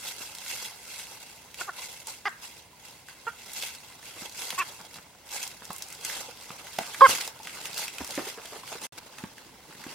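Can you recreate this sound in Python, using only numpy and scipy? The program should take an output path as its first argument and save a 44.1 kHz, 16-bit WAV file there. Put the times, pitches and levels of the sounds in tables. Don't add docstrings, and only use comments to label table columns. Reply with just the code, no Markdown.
import sys
import numpy as np
from scipy import signal
from scipy.fft import rfft, irfft, next_fast_len
from scipy.io import wavfile
from scipy.ndimage import uniform_filter1d, map_coordinates

SR = 44100
rng = np.random.default_rng(int(sys.argv[2]) if len(sys.argv) > 2 else 0)


def linear_from_db(decibels):
    return 10 ** (np.asarray(decibels, float) / 20)


def transcribe(signal):
    frames = np.atleast_2d(signal).T
    limited = np.clip(frames, -1, 1)
    pcm = np.round(limited * 32767).astype(np.int16)
    wavfile.write(sys.argv[1], SR, pcm)


N = 438354

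# (start [s], length [s], peak level [dB], first pitch [Hz], last pitch [Hz])
CLUCKS = [
    (1.6085, 0.014, -30.5, 363, 355),
    (1.6765, .031, -29.5, 432, 322),
    (2.2526, 0.0375, -25.5, 372, 350),
    (3.2668, 0.04, -26.5, 448, 468),
    (4.577, .057, -24, 348, 318),
]
# (pitch arch [share], moment of peak [0-1], sag [dB],
# first beak tilt [dB/octave], last beak tilt [dB/octave])
CLUCK_MANNER = [(0, .35, 2, 2, 5), (0, .64, 5, -24, 22), (.18, .44, 2.5, 2, 2), (.025, .36, 16, -14, 16),
                (.15, .46, 7, -15, 10)]
# (time [s], pitch [Hz], level [dB], beak tilt [dB/octave])
SQUAWK = [
    (7.0075, 375, -15, 8),
    (7.014, 400, -13, 10),
    (7.0164, 430, -22, 10),
    (7.0182, 522, -8, -8),
    (7.024, 535, -5.8, -20),
    (7.037, 545, -9, -13),
    (7.046, 543, -9, 9),
    (7.0605, 518, -11, 20),
    (7.0725, 375, -26, 14),
]
# (frequency [Hz], level [dB])
THROAT = [
    [(300, -15), (750, -10), (1100, -12), (1440, 0), (1850, -16), (2550, -14), (3200, -24), (3650, -20),
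     (5000, -45)],
    [(300, -21), (720, -11), (1070, -6), (1400, 4), (1560, -15), (1720, -8), (2100, -30), (3500, -45)],
    [(300, -17), (820, -1), (1250, 0), (1600, -2), (2050, 0), (2400, -10), (2850, -13), (3450, -13),
     (3950, -36), (4600, -15), (5700, -20), (7000, -38)],
    [(300, -20), (470, -12), (930, -6), (1410, 2), (1880, -13), (2350, -13), (2820, -15), (3300, -42),
     (5000, -50)],
    [(370, -26), (750, -23), (1120, 0), (1500, -18), (1800, -9), (1980, -20), (2250, -12), (2650, -2),
     (3000, -22), (3450, -16), (3800, -30), (4100, -25), (6500, -38)],
    [(380, -20), (540, -12.5), (800, -13), (1080, 0), (1250, -2), (1620, -16), (1900, -32), (2160, -23),
     (2450, -34), (2700, -36), (3240, -29), (4200, -45), (4860, -31), (5400, -52)],
]
RASP = [.25, .2, .27, .2, .17, .03]
DULLING = [1.7, 1.7, 1.7, 1.7, 1.7, .3]
HEN_PAN = [-1.7, -1, -1.5, -3.5, -1.5, -2.9]
HEN_TURN = [0, .1, .1, -.3, .35, .68]
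HEN_ECHO = [-16, -13, -11.5, -16, -17.5, -15.5]
# (time [s], peak level [dB], centre frequency
# [Hz])
SNAPS = [(0.069, -31, 2600), (0.086, -28.5, 3280), (0.35, -29, 4450), (0.384, -30.5, 4570),
         (0.462, -29.5, 2000), (0.512, -27, 2700), (0.56, -36, 2010), (0.995, -30.5, 2800),
         (1.069, -33.5, 2790), (1.543, -31, 2970), (2.07, -25.5, 7540), (3.085, -32, 1540),
         (3.387, -42, 3440), (3.533, -27.5, 9000), (3.624, -22, 3510), (3.633, -32, 864),
         (3.749, -34, 4260), (4.504, -19.5, 3080), (4.525, -31.5, 790), (4.962, -51, 870),
         (5.429, -23, 6700), (5.476, -25.5, 7250), (5.645, -38.5, 8000), (5.652, -31.5, 5500),
         (5.704, -25, 855), (5.73, -28.5, 10200), (5.762, -29.5, 7130), (5.782, -29, 11020),
         (5.822, -24, 5600), (5.885, -34, 7340), (5.902, -35.5, 8000),
         (5.925, -30.5, 7560), (6.01, -36, 4000), (6.049, -20, 6300), (6.098, -23.5, 1930),
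              (6.21, -36, 993), (6.83, -29, 1400), (6.762, -38.5, 2850), (6.786, -20, 2280),
              (6.808, -29.5, 800), (6.865, -29.5, 3280), (6.944, -26, 1860), (7.092, -20, 700),
              (7.149, -24, 2070), (7.183, -26, 1100), (7.208, -23, 2390), (7.276, -23.5, 4560),
              (7.276, -27.5, 800), (7.45, -36.5, 2140), (7.471, -25, 1800), (7.655, -22, 2530),
              (7.88, -23.5, 2570), (7.983, -23.5, 2400), (8.045, -33.5, 1200), (8.107, -25, 4670),
              (8.143, -31.5, 1700), (8.676, -30, 2300), (8.455, -31, 2890), (8.977, -37, 1324),
              (9.184, -31, 1700), (9.238, -29.5, 1340), (9.381, -34.5, 1900), (9.725, -39, 1500),
              (9.75, -41, 1850), (9.815, -36, 1900), (9.839, -32, 1790), (9.924, -43, 2800),
         (3.501, -38.5, 2770), (3.635, -24.5, 3200), (3.689, -34, 3000), (3.841, -43.5, 4770),
         (3.923, -40, 2090), (4.028, -37, 1650), (4.137, -37.5, 2680), (4.211, -34, 2550),
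         (4.295, -34.5, 4840), (4.323, -35.5, 4990), (4.348, -38, 2220), (4.373, -33, 5390),
         (4.419, -31, 3420), (4.558, -32, 3420), (4.812, -39.5, 5500), (4.851, -38, 4390),
         (4.941, -34.5, 4130), (5.291, -35, 4060), (5.31, -33.5, 5240), (5.515, -37, 2140),
         (5.949, -35, 4780), (6.15, -29, 4000), (6.197, -33.5, 2600), (6.372, -37, 3310),
         (6.41, -35.5, 4000), (6.441, -39, 2100), (6.494, -35, 3240), (6.516, -36.5, 2910),
         (6.668, -31.5, 2100), (6.723, -37, 4550), (6.731, -37, 4600), (6.787, -26, 4490),
         (7.093, -19, 6700), (7.108, -19, 5500), (7.151, -24.5, 4500), (7.211, -23.5, 4000),
              (7.39, -39, 3810), (7.431, -36, 5060), (7.494, -33.5, 2230), (7.551, -35.5, 8980),
              (7.571, -33.5, 1500), (7.711, -34, 2520), (7.73, -31.5, 4520), (7.743, -28, 4090),
              (7.778, -21, 4550), (7.819, -29, 2760), (7.936, -36, 2870), (8.045, -29, 6000),
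              (8.075, -30, 6420), (8.152, -26, 5700), (8.252, -33.5, 4510), (8.281, -32, 2240),
              (8.416, -39, 2110), (8.835, -30.5, 5000)]
# (time [s], peak level [dB],
# frequency [Hz], rise [s], crunch level [dB])
THUDS = [(4.163, -50.5, 310, 0.0047, -2), (4.219, -46, 180, 0.0025, 2.5), (4.954, -51.5, 162, 0.0083, 2),
         (5.699, -36.5, 180, 0.0028, -16), (6.285, -40.5, 503, 0.0037, -10), (6.589, -52, 420, 0.0052, 5),
         (8.006, -36, 264, 0.0033, -3.5), (8.176, -25, 287, 0.0038, -6.5), (8.268, -34.5, 410, 0.0038, -14),
         (8.375, -38.5, 437, 0.0051, -4.5), (8.521, -47.5, 436, 0.0066, 1), (8.557, -40, 433, 0.0046, -3),
         (8.719, -40.5, 786, 0.0034, -1.5), (8.752, -37, 428, 0.0025, -10), (9.237, -27.5, 201, 0.002, -12),
         (9.864, -31.5, 258, 0.0018, -11),
         (1.589, -46, 517, 0.0021, -8), (1.785, -40, 1014, 0.0035, -28), (2.071, -41.5, 920, 0.0031, -21),
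        (2.73, -52, 1000, .004, -25), (4.793, -50, 860, 0.0047, -2.5), (4.846, -43.5, 740, 0.0018, -7.5),
        (6.787, -18, 732, 0.0013, -15), (7.399, -39, 880, 0.0025, -11), (8.634, -38, 1050, 0.0022, -27),
        (9.059, -50, 603, 0.0026, -11),
         (.202, -49, 412, 0.0037, -4), (4.414, -45, 476, 0.0037, -5), (4.23, -44, 804, .004, -17),
           (4.53, -46, 200, .004, -9), (4.7, -46.5, 595, .004, -5), (4.8, -52.5, 180, 0.0064, -3),
           (5.617, -50, 207, 0.0038, -4), (5.99, -49, 447, 0.0042, -11), (6.5, -48.5, 170, 0.0057, -0.5),
           (6.786, -34.5, 227, 0.0026, -21), (6.808, -40, 220, .0025, -15), (6.79, -33.5, 422, 0.0019, -20),
           (7.449, -53, 161, 0.0036, -4), (7.075, -42, 90, .01, -20), (8.0, -44, 75, .012, -20),
           (8.012, -37, 950, .002, -11), (8.013, -34, 260, 0.0027, -12), (8.108, -43, 546, 0.0029, -8),
           (8.179, -26, 560, 0.0017, -14), (8.197, -37.5, 344, 0.0065, -7.5), (8.22, -43, 417, 0.0045, -9),
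           (8.448, -44.5, 650, 0.0032, -5)]
# (time [s], strength [dB], rise [s per 10 dB], fall [s per 10 dB])
PRESSES = [(.08, -38, 0.11, 0.073), (.21, -40.5, 0.05, 0.15), (0.499, -36.5, 0.066, 0.16),
           (.66, -39.5, 0.14, 0.037), (.9, -43.5, 0.067, 0.32), (1.0, -45, 0.19, 0.18), (.76, -63, .2, .2),
           (1.3, -52.5, 0.16, 0.24), (1.612, -38, 0.033, 0.049), (1.831, -40.5, 0.076, 0.16),
           (2.086, -39, 0.019, 0.063), (2.265, -50.5, 0.037, 0.12), (2.439, -45, 0.034, 0.1),
           (2.584, -50.5, 0.041, 0.049), (2.863, -52, 0.1, 0.18), (3.091, -53.5, 0.042, 0.17),
           (3.273, -54, 0.061, 0.11), (3.397, -52, 0.015, 0.026), (3.57, -39, 0.023, 0.17),
           (3.65, -40, 0.18, 0.064), (3.9, -55, 0.12, 0.34), (4.061, -45, 0.03, 0.084),
           (4.22, -42.5, 0.083, 0.07), (4.43, -37, 0.071, 0.17), (4.59, -29, 0.0064, 0.01),
           (4.75, -51, 0.59, 0.29), (4.962, -49.5, 0.052, 0.054)]
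# (time [s], strength [dB], rise [s per 10 dB], fall [s per 10 dB])
PASSING_STEPS = [(5.33, -38.5, 0.026, 0.15), (5.44, -38, 0.09, 0.03), (5.732, -49, 0.11, 0.13),
                 (5.927, -49, 0.26, 0.034), (6.055, -36.5, 0.019, 0.16), (6.211, -41.5, 0.23, 0.038),
                 (6.4, -53, 0.23, 0.41), (6.55, -50.5, 0.21, 0.44), (6.795, -44.5, 0.15, 0.26),
                 (6.894, -51, .1, 0.27), (7.009, -39, 0.072, 0.15), (7.1, -27, 0.034, 0.076),
                 (7.15, -36.5, .03, .05), (7.21, -40, .03, .04), (7.27, -43.5, 0.11, 0.024),
                 (7.453, -50.5, 0.047, 0.23), (7.538, -58, 0.12, .15), (7.658, -42.5, 0.18, 0.13),
                 (7.798, -33.5, 0.041, 0.074), (7.987, -43, 0.068, 0.089), (8.122, -39.5, 0.059, 0.16),
                 (8.296, -38.5, 0.036, 0.03), (8.556, -48, 0.41, 0.095), (8.735, -43, 0.12, 0.086),
                 (8.852, -37.5, 0.036, 0.051), (8.986, -41, 0.0096, 0.0043), (9.06, -55.5, 0.083, 0.4),
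                 (9.194, -51, 0.094, 0.12), (9.394, -56, 0.044, 0.13), (9.733, -63, 0.028, 0.29),
                 (9.937, -47, 0.23, .3)]
# (time [s], level [dB])
NEARNESS = [(0, -16), (4, -13), (7, -7), (8.3, -5), (8.9, -5), (9, -2), (9.94, -1)]
# (frequency [Hz], density [dB per Hz])
CRISP = [(2470, -32.5), (4200, -8.5), (7110, -3.5), (8500, -5.5), (9720, -6), (15100, -12.5), (16000, -39)]
# (frequency [Hz], density [dB per Hz])
MIDDLE = [(880, -28.5), (1500, -10), (1820, -10.5), (2070, -1.5), (2370, -5.5), (2680, -0.5), (3050, -6),
          (3310, -3), (3660, -5), (5000, -5.5), (6500, -12.5), (11000, -120)]
# (frequency [Hz], density [dB per Hz])
DULL = [(88, -28.5), (150, -14.5), (293, -16), (518, -1.5), (641, -5), (870, 0.5), (1080, -4), (1370, -4.5),
        (1700, -7.5), (2210, -32), (3740, -120)]
# (frequency [Hz], density [dB per Hz])
BODY = [(60, -15.5), (130, -5.5), (280, -0.5), (480, -6), (900, -26.5)]
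# (level over the crisp ones at a usual step [dB], growth [dB/dB], nearness share)
MIDDLE_LAW = (0.13, 0.94, 0.094)
# (level over the crisp ones at a usual step [dB], growth [dB/dB], nearness share)
DULL_LAW = (-3, 0.66, 0.36)
# (frequency [Hz], share reflected)
BOUNCE = [(300, 0), (700, 0.22), (3500, 0.24), (6000, 0.028), (9000, 0.0096)]
BOUNCE_FADES_S = (5.5, 7)
# (frequency [Hz], t60 [s])
TREES = [(300, 0.089), (900, 0.22), (1600, 0.45), (3000, 0.19), (10000, 0.16)]
# (frequency [Hz], density [dB per Hz])
HUSH = [(15, -39.5), (25, -39), (44, 0), (123, 3.5), (363, -2), (911, -3), (988, 1.5), (1290, -19.5),
        (2050, -3.5), (2550, -8), (7710, -12), (14800, -17.5), (16000, -8)]
# (frequency [Hz], correlation)
ALIKE = [(60, 0.9), (130, 0.93), (290, 0.74), (640, 0.84), (1410, 0.6), (3100, 0.39), (6820, -0.12),
         (15000, -0.088)]
# (time [s], level [dB])
SCENE_CHANGE = [
    (8.867, 0),
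    (8.869, -16),
    (8.878, -34),
    (8.892, -42),
    (8.895, -120),
    (8.921, -120),
    (8.923, 0),
]


def hen():
    rasp_per_db = .017
    waver_db = 3.3
    k = np.arange(1, 19)[:, None]
    out, far = np.zeros((2, 2, N + SR))
    calls = [cluck(*row, *manner) for row, manner in zip(CLUCKS, CLUCK_MANNER)] + [SQUAWK]
    settings = zip(calls, RASP, DULLING, THROAT, HEN_PAN, HEN_TURN, HEN_ECHO)
    for rows, hoarse, dulling, throat, pan_db, turn, echo_db in settings:
        t = np.arange(rows[0][0], rows[-1][0], 1 / SR)
        size = len(t)
        pitch, db, tilt = curves(rows, t)
        rasp = hoarse + rasp_per_db * (db.max() - db)
        phase = 2 * np.pi * np.cumsum(pitch * (1 + 0.068 * rasp * wobble(360, size))) / SR
        hz = k * pitch

        fade = np.clip((3800 - hz) / 1300, .5, 1)
        gain = linear_from_db(along(throat, hz) + tilt * np.clip(np.log2(hz / 1100), 0, .6) * fade)
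        gain = gain * linear_from_db(dulling * (db - db.max()) * np.clip(np.log2(hz / 2000), 0, 1))
        waver = np.array([wobble(80, size) for _ in k])
        gain = gain * linear_from_db(waver_db * waver * (hz > 1900))
        gain = gain / np.sqrt(np.sum(gain ** 2, axis=0) / 2)

        flutter = np.array([wobble(449, size) for _ in range(2 * len(k))]).reshape(2, len(k), -1)
        flutter = flutter * np.minimum(.65 * (gain.max(axis=0) / gain) ** .36, 2.6)
        flutter = flutter * np.clip(hz / 1300, .3, 1)

        lag = np.pi / 2 - .12 * k ** 2 - np.cumsum(rng.uniform(0, .4, k.shape), axis=0)
        port_lag = np.reshape([0, turn], (2, 1, 1)) * np.minimum(hz / 1000, 1) ** 2
        angle = k * phase + lag - port_lag
        tone = (1 + 1.2 * rasp * flutter[0]) * np.cos(angle) + 1.1 * rasp * flutter[1] * np.sin(angle)
        edges = np.minimum(np.minimum(t - t[0], t[-1] - t) / .002, 1)
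        call = linear_from_db(db) * np.sum(gain * tone, axis=1) * edges
        add(out, t[0], call, pan_db)
        swaying = .8 + .6 * wobble(250, size)
        add(far, t[0], linear_from_db(echo_db) * call[0] * swaying, 0)
    near = signal.lfilter(*signal.butter(2, 230, "high", fs=SR), out[:, :N])
    far = signal.lfilter(*signal.butter(2, [1200, 1950], "band", fs=SR), far[:, :N])
    return near, far


def cluck(s, length, db, first_hz, last_hz, arch, top, sag_db, shut, wide):
    attack_s, release_s, edge_db = .002, .009, 20
    onset_db, muffle = 3, .27
    u = np.array([0, attack_s / length, top, 1 - min(release_s / length, .3), 1])
    effort = np.interp(u, [0, top, 1], [0, 1, 0])
    pitch = (first_hz + (last_hz - first_hz) * u) * (1 + arch * effort)
    level = db - np.array([edge_db, onset_db - muffle * shut, 0, sag_db, edge_db])
    return np.transpose([s + length * u, pitch, level, shut + (wide - shut) * u])


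def snaps():
    out = np.zeros((2, N + SR))
    for s, db, hz in SNAPS:
        t60 = .024 * linear_from_db(rng.normal(0, 1.5))
        treble_db = db - 1.5 + 5 * min(np.log2(hz / 3500), 0)
        add(out, s, linear_from_db(db - 1.0) * knock(hz, t60, width=0.43), -1.5)
        broad = np.array([knock(max(hz, 6500), .9 * t60, width=1.4) for port in out])
        add(out, s, linear_from_db(treble_db) * broad, -1.2)
    return out[:, :N]


def knock(hz, t60, width):
    t = np.arange(SR // 10) / SR
    burst = rng.standard_normal(len(t)) * linear_from_db(-60 * t / t60) * (1 - np.exp(-t / .0006))
    burst[SR // 2000] += 2.2
    b, a = signal.iirpeak(min(hz, 15000), 1 / width, SR)
    burst = signal.lfilter(b, a, burst)
    return burst / np.max(np.abs(burst))


def thuds():
    out = np.zeros((2, N + SR))
    t = np.arange(SR // 10) / SR
    for s, db, hz, rise, crunch_db in THUDS:
        swell = t / rise * np.exp(1 - t / rise)
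        push = np.sin(2 * np.pi * hz * (t - rise) + rng.uniform(0, 7.8))
        grains = linear_from_db(6.4 * wobble(400, size=len(t))) * rng.standard_normal(len(t))
        crunch = unit(signal.lfilter(*signal.butter(2, [0.39 * hz, 1500], "band", fs=SR), grains))
        add(out, s, linear_from_db(db) * (swell * push + linear_from_db(crunch_db + 3.0) * swell ** .5 * crunch), -1.2)
    return signal.lfilter(*signal.butter(2, 55, "high", fs=SR), out[:, :N])


def litter():
    usual_db, body_db = -45.5, -2.5
    t = np.arange(N) / SR
    crisp_db = np.interp(t, t[::32], pressing(t[::32]))
    near_db = curves(NEARNESS, t)[0]
    middle_db, dull_db = [usual_db + db + grows * (crisp_db - usual_db) + share * near_db
                          for db, grows, share in (MIDDLE_LAW, DULL_LAW)]
    clumps = linear_from_db(.7 * wobble(35) + 1.2 * wobble(90) + 1.25 * wobble(260))
    sizes = linear_from_db(1.9 * np.minimum(rng.exponential(size=N), 5))
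    cracks = sizes * (rng.random(N) < .4)
    layers = [(crisp_db, CRISP, 2.5), (middle_db, MIDDLE, 3), (dull_db, DULL, 3),
              (dull_db + near_db + body_db, BODY, 3.5)]
    out = 0
    for db, spectrum, depth_db in layers:
        pair = patchy(clumps * cracks * rng.standard_normal((2, N)), depth_db)
        out = out + linear_from_db(db) * spread(pair, spectrum)
    return out


def pressing(t):
    power = linear_from_db(2 * -85)
    for s, db, rise, fall in PRESSES + PASSING_STEPS:
        distance = np.where(t < s, (s - t) / max(rise, .005), (t - s) / max(fall, .005))
        power = power + linear_from_db(2 * db - 20 * distance)
    return 10 * np.log10(power)


def patchy(x, depth_db):
    z = signal.stft(x, nperseg=256)[2]
    field = uniform_filter1d(rng.standard_normal(z.shape[1:]), size=3, axis=0)
    field = uniform_filter1d(field, size=8, axis=1)
    return signal.istft(z * linear_from_db(depth_db * unit(field)), nperseg=256)[1][:, :N]


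def bounced(x):
    delay_s = .00166
    m = next_fast_len(N + 1024)
    hz = np.fft.rfftfreq(m, 1 / SR)
    share = np.clip(along(BOUNCE, hz), 0, .8)
    response = (1 - share * np.exp(-2j * np.pi * hz * delay_s)) / np.sqrt(1 + share ** 2)
    comb = irfft(rfft(x, m) * response, m)[:, :N]
    return x + np.interp(np.arange(N) / SR, BOUNCE_FADES_S, [1, .25]) * (comb - x)


def trees(x):
    hz, t, z = signal.stft(rng.standard_normal((2, SR // 2)), SR, nperseg=256)
    tail = signal.istft(z * linear_from_db(-60 * t / along(TREES, hz)[:, None]), SR, nperseg=256)[1]
    late = np.pad(x, ((0, 0), (300, 0)))
    return signal.fftconvolve(late, tail / np.linalg.norm(tail[0]), axes=1)[:, :N]


def hush():
    return linear_from_db(-54.5) * spread(rng.standard_normal((2, N)), HUSH)


def spread(pair, spectrum):
    m = next_fast_len(N + 8192)
    hz = np.fft.rfftfreq(m, 1 / SR)
    turn = np.arccos(np.clip(along(ALIKE, hz), -1, 1)) / 2
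    coloured = rfft(pair, m) * linear_from_db(along(spectrum, hz))
    mid, side = irfft(coloured * [np.cos(turn), np.sin(turn)], m)[:, :N]
    return unit(np.array([mid + side, mid - side]))


def unit(x):
    return x / np.sqrt(np.mean(x ** 2) + 1e-20)


def along(points, hz):
    f, v = np.transpose(points)
    return np.interp(np.log(hz + 1), np.log(f + 1), v)


def curves(rows, t):
    s, *cols = np.transpose(rows)
    return [np.interp(t, s, c) for c in cols]


def wobble(rate, size=N):
    knots = rng.standard_normal(int(size * rate / SR) + 4)
    return map_coordinates(knots, [np.arange(size) * rate / SR])


def add(track, s, sound, pan_db):
    track[:, round(s * SR):][:, :sound.shape[-1]] += sound * linear_from_db([[pan_db / 2], [-pan_db / 2]])


def scene():
    bird, far = hen()
    hits = bounced(snaps()) + thuds()
    ground = (bounced(litter()) + hush()) * linear_from_db([[-.6], [.6]])
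    return bird + hits + trees(far + linear_from_db(-8.0) * hits) + ground


def band_limit(x):
    return signal.sosfilt(signal.butter(12, 16050, fs=SR, output="sos"), x)


def record(dry):
    cut = dry * linear_from_db(curves(SCENE_CHANGE, np.arange(N) / SR)[0])
    m = next_fast_len(N)
    passed = np.fft.rfftfreq(m, 1 / SR) < 15990
    mix = irfft(rfft(cut, m) * passed, m)[:, :N]
    return band_limit(mix)


dry = scene()
out = record(dry)
transcribe(out)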